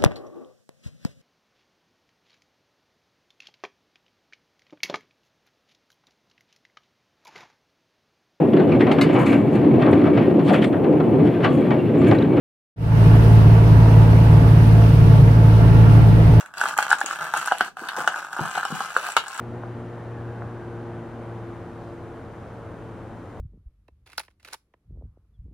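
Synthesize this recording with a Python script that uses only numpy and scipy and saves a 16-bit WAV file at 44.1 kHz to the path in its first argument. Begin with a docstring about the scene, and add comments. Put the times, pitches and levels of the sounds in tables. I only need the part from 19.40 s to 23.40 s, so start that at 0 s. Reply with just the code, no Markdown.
"""From the start a diesel machine drones some way off on a demolition site, over low rumble;
close by, a camera's tape drum hums and its tape drive whines thinly over soft hiss.
Rubble knocks dully at 0.2 s and 1 s, and metal squeals faintly from 0.4 s to about 2 s.
Near 2.4 s some grit slides. The exhaust note sags in pitch to the end as the load eases."""
import sys
import numpy as np
from scipy import signal
from scipy.fft import rfft, irfft, next_fast_len
from scipy.io import wavfile
from scipy.ndimage import map_coordinates

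SR = 44100
rng = np.random.default_rng(int(sys.argv[2]) if len(sys.argv) > 2 else 0)


def waveform_to_disk(signal):
    """Save audio, clipped to [-1, 1], as 16-bit WAV at the path in sys.argv[1]."""
    frames = np.transpose(np.atleast_2d(signal))
    scaled = np.clip(frames, -1, 1) * 32767
    samples = np.round(scaled).astype(np.int16)
    wavfile.write(sys.argv[1], SR, samples)


N = 176400


def amp(db):
    """Decibels to gain."""
    return 10 ** (np.asarray(db) / 20)


def unit(x):
    """Scale to rms 1."""
    return x / np.sqrt(np.mean(x ** 2) + 1e-20)


def curves(rows):
    """Per-sample curve of each column after time_s."""
    time_s, *columns = np.transpose(rows)
    return [np.interp(np.arange(N) / SR, time_s, column) for column in columns]


def wobble(rate_hz):
    """Smooth random curve, rate_hz knots a second."""
    knots = rng.standard_normal(int(N * rate_hz / SR) + 4)
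    return map_coordinates(knots, [np.arange(N) * rate_hz / SR])


def shaped(x, colour):
    """Filter by (freq_hz, gain_db) points on a log frequency axis."""
    size = next_fast_len(N + SR // 2)
    freq_hz, gain_db = np.transpose(colour)
    bin_hz = np.fft.rfftfreq(size, 1 / SR)
    bin_db = np.interp(np.log(bin_hz + 1), np.log(freq_hz + 1), gain_db)
    return irfft(rfft(x, size) * amp(bin_db), size)[..., :N]


def lowpass(x, cutoff_hz, order):
    """Butterworth low-pass."""
    return signal.sosfilt(signal.butter(order, cutoff_hz, fs=SR, output="sos"), x)


def tone(hz):
    """Sine of rms 1 following hz, random phase."""
    cycles = np.cumsum(hz * np.ones(N)) / SR
    return np.sqrt(2) * np.sin(2 * np.pi * (cycles + rng.random()))


def stereo_noise(colour, width):
    """Coloured mid/side noise of rms 1."""
    mid, side = shaped(rng.standard_normal((2, N)), colour)
    side = shaped(side, width)
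    return unit(np.array([mid + side, mid - side]))


# Hiss spectrum: freq_hz, gain_db
HISS_COLOUR = [(500, -13.5), (2500, 3), (5000, 2.5), (7200, 3), (8100, -0.5), (8600, 1.5), (10500, -4),
               (11400, -9), (12100, -1.5), (12500, -20)]
# Hiss stereo width: freq_hz, side_minus_mid_db
HISS_WIDTH = [(3000, -20), (9000, 3), (12000, 2)]

def hiss(level_db=-70.5):
    """Soft steady hiss, wider in the treble."""
    return amp(level_db) * stereo_noise(HISS_COLOUR, HISS_WIDTH)


# Tape drive tones: pitch_hz, relative_db
WHINE_TONES = [(3101, -81), (3677, -89), (4048, -90), (4673, -92), (5394, -91), (5694, -91), (5994, -90),
               (6294, -92), (6594, -95), (8758, -91), (9265, -95), (9357, -91), (9593, -95), (9943, -99),
               (11386, -102), (11698, -101), (11940, -98), (11971, -93), (12091, -100), (12134, -99)]
# Tape drive buzz spectrum: freq_hz, gain_db
BUZZ_COLOUR = [(2000, -23), (2900, -1), (4200, -4), (5500, -9), (8400, -6), (9200, 7), (10200, -10),
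               (11400, -16), (12000, -4), (12500, -10)]

def tape_drive(whine_gain_db=8.5, buzz_hz=59.94, buzz_db=-78.5):
    """Thin wavering tones and a cyclic buzz from the mechanism, on the right."""
    whine = sum(amp(db + 1.1 * wobble(6.1)) * tone(hz + 1.43 * wobble(8.07)) for hz, db in WHINE_TONES)
    cycle = rng.standard_normal(round(SR / buzz_hz))
    buzz = unit(shaped(np.resize(cycle, N), BUZZ_COLOUR))
    pan = np.array([[-0.069], [1]])  # left: faint, opposite phase
    return pan * (amp(whine_gain_db) * whine + amp(buzz_db) * buzz)


# Tape drum hum: pitch_hz, level_db
DRUM_HUM_TONES = [(39.9, -58), (49.8, -58.5)]

def drum_hum():
    """Two low hum tones from the tape drum, beating together."""
    return sum(amp(db + 0.65 * wobble(3.3)) * tone(hz) for hz, db in DRUM_HUM_TONES)


# Outdoor stereo width: freq_hz, side_minus_mid_db
OUTDOOR_WIDTH = [(50, -6), (280, -20), (600, -14), (1200, -9.5), (2500, -10), (5000, -8)]
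# Site rumble spectrum: freq_hz, gain_db
RUMBLE_COLOUR = [(20, -35), (35, -28), (50, -10.5), (66, -5), (84, 5.5), (102, 4.5), (135, -6), (250, -8),
                 (800, -51), (2000, -120)]

def site_rumble(level_db=-46):
    """Steady low rumble of the site."""
    return amp(level_db) * stereo_noise(RUMBLE_COLOUR, OUTDOOR_WIDTH)


# Sliding grit spectrum: freq_hz, gain_db
GRIT_COLOUR = [(2000, -27), (3700, 4), (5000, -1), (7000, -12), (10000, -28)]

def grit(centre_s=2.44, sigma_s=.06, level_db=-69.5):
    """Sliding grit: one brief swell of bright noise."""
    swell = np.exp(-((np.arange(N) / SR - centre_s) / sigma_s) ** 2 / 2)
    return amp(level_db) * swell * stereo_noise(GRIT_COLOUR, OUTDOOR_WIDTH)


# Metal squeal contour: time_s, pitch_hz, level_db
SQUEAL_PATH = [(.4, 1850, -69), (.6, 1826, -58), (.76, 1790, -59), (.88, 1588, -56), (1.05, 1545, -58.5),
               (1.2, 1585, -59), (1.37, 1453, -55.5), (1.65, 1490, -66), (1.9, 1460, -68),
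               (2.2, 1560, -100)]

def metal_squeal(roughness_hz=210):
    """Faint rough squeal: a narrow noise band, falling in pitch."""
    pitch_hz, level_db = curves(SQUEAL_PATH)
    envelope = amp(level_db + 0.75 * wobble(12.2))
    return envelope * unit(wobble(roughness_hz) * tone(pitch_hz + 25 * wobble(40)))


# Rubble impacts: start_s, peak_db, ring_t60_s, cutoff_hz
KNOCKS = [(.2342, -27.7, .022, 1700), (1.0204, -25, .007, 2090)]
# Rubble resonances: pitch_hz, relative_db
RUBBLE_MODES = [(590, 0), (770, 1.5), (1120, -13), (1480, -4.5)]

def rubble(crack_gain_db=-5, crack_t60_s=.0038, wall_gain_db=-7, wall_t60_s=.25):
    """Dull knocks: a contact crack and a brief ring, reflected by broken walls."""
    knocks = np.zeros(N + SR)
    t = np.arange(SR // 2) / SR
    for start_s, peak_db, ring_t60_s, cutoff_hz in KNOCKS:
        modes = sum(amp(db) * np.sin(2 * np.pi * (hz * t + rng.random())) for hz, db in RUBBLE_MODES)
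        ring = amp(-60 * t / ring_t60_s) * modes
        noise = unit(lowpass(rng.standard_normal(len(t)), cutoff_hz, order=4))
        crack = amp(crack_gain_db - 60 * t / crack_t60_s) * noise
        knock = lowpass(ring + crack, cutoff_hz, order=6)
        knocks[round(start_s * SR):][:len(t)] += amp(peak_db) * knock / np.abs(knock).max()
    tail = rng.standard_normal((2, len(t))) * amp(-60 * t / wall_t60_s)
    reflections = signal.fftconvolve(knocks[None], tail / np.linalg.norm(tail[0]), axes=1)
    return knocks[:N] + amp(wall_gain_db) * reflections[:, :N]


# Diesel firing rate: time_s, rate_hz
FIRING_RATE = [(0, 118.4), (.4, 118), (.65, 117.3), (1.1, 116.5), (1.4, 116.2), (1.7, 115.4), (2.25, 114.5),
               (2.6, 114.3), (3.1, 113.5), (3.5, 112.7), (4, 112.4)]
# Firing note: time_s, level_db
BOOM_LEVEL = [(0, -39.5), (.13, -37.4), (.38, -37.3), (.55, -39.3), (.75, -35.7), (1.03, -36.2),
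              (1.25, -38.4), (1.55, -39.8), (1.68, -41.5), (1.8, -39), (2.03, -38), (2.3, -45),
              (2.5, -44.5), (2.95, -48), (3.38, -43), (4, -46.5)]
# Second harmonic: time_s, level_db
OCTAVE_LEVEL = [(0, -43.5), (.12, -43.5), (.24, -50), (.42, -42), (.65, -52.5), (1, -47.5), (1.3, -46.5),
                (1.62, -42.8), (1.88, -47), (2.1, -58), (4, -61)]
# Third harmonic: time_s, level_db
RASP_LEVEL = [(0, -44), (.3, -44), (.6, -46.5), (.85, -44.5), (1, -45.5), (1.22, -42.5), (1.52, -40.5),
              (1.75, -47), (2.08, -41), (2.3, -48), (2.47, -43.3), (2.72, -44), (2.86, -51.5), (3.3, -54.5),
              (3.6, -47.5), (4, -53.5)]
# Weaker overtones: firing_multiple, start_db, end_db
OVERTONES = [(1.5, -55.5, -54.5), (4, -48, -52), (5, -56.5, -60), (6, -56.5, -78), (7, -57.5, -69)]
# Machine roar: time_s, level_db
ROAR_LEVEL = [(0, -40.5), (.3, -39.5), (.6, -40), (1.05, -40), (1.5, -40), (2.05, -40), (2.5, -41.5),
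              (3, -41), (3.5, -41.5), (4, -42)]
# Roar spectrum: freq_hz, gain_db
ROAR_COLOUR = [(60, -37), (130, -2), (200, -1.5), (290, .5), (400, -3), (520, -3.5), (680, -5.7), (820, -6),
               (1000, -9), (1500, -13.5), (2000, -21.5), (2600, -27.5), (4000, -36.5), (8000, -59),
               (12000, -120)]

def diesel(jitter_hz=.15, boom_flutter_db=.7, overtone_flutter_db=1.6, chuff_depth=.12):
    """Slowing exhaust: firing note, overtones and a roar that pulses with the firing."""
    firing_hz = curves(FIRING_RATE)[0] + jitter_hz * wobble(12)
    boom = amp(curves(BOOM_LEVEL)[0] + boom_flutter_db * wobble(14)) * tone(firing_hz)
    octave = amp(curves(OCTAVE_LEVEL)[0]) * tone(2 * firing_hz)
    rasp = amp(curves(RASP_LEVEL)[0]) * tone(3 * firing_hz)
    overtones = np.zeros(N)
    for multiple, start_db, end_db in OVERTONES:
        level_db = np.linspace(start_db, end_db, N) + overtone_flutter_db * wobble(9.09)
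        overtones += amp(level_db) * tone(multiple * firing_hz)
    noise = stereo_noise(ROAR_COLOUR, OUTDOOR_WIDTH)
    chuff = 1 + chuff_depth * tone(firing_hz)
    roar = amp(curves(ROAR_LEVEL)[0]) * unit(noise * chuff)
    return boom + octave + rasp + overtones + roar


def scene(pan_left_db=.5):
    """Site and drum hum slightly left, tape drive right, hiss all round."""
    panned = diesel() + site_rumble() + drum_hum() + rubble() + metal_squeal() + grit()
    return panned * amp([[pan_left_db], [-pan_left_db]]) + tape_drive() + hiss()


def record(dry):
    """100-sample fade-in, steep low-pass at 12550 Hz."""
    fade_in = np.minimum(np.arange(N) / 100, 1)
    return signal.sosfilt(signal.cheby1(16, .1, 12550, fs=SR, output="sos"), dry * fade_in)


dry = scene()
out = record(dry)
waveform_to_disk(out)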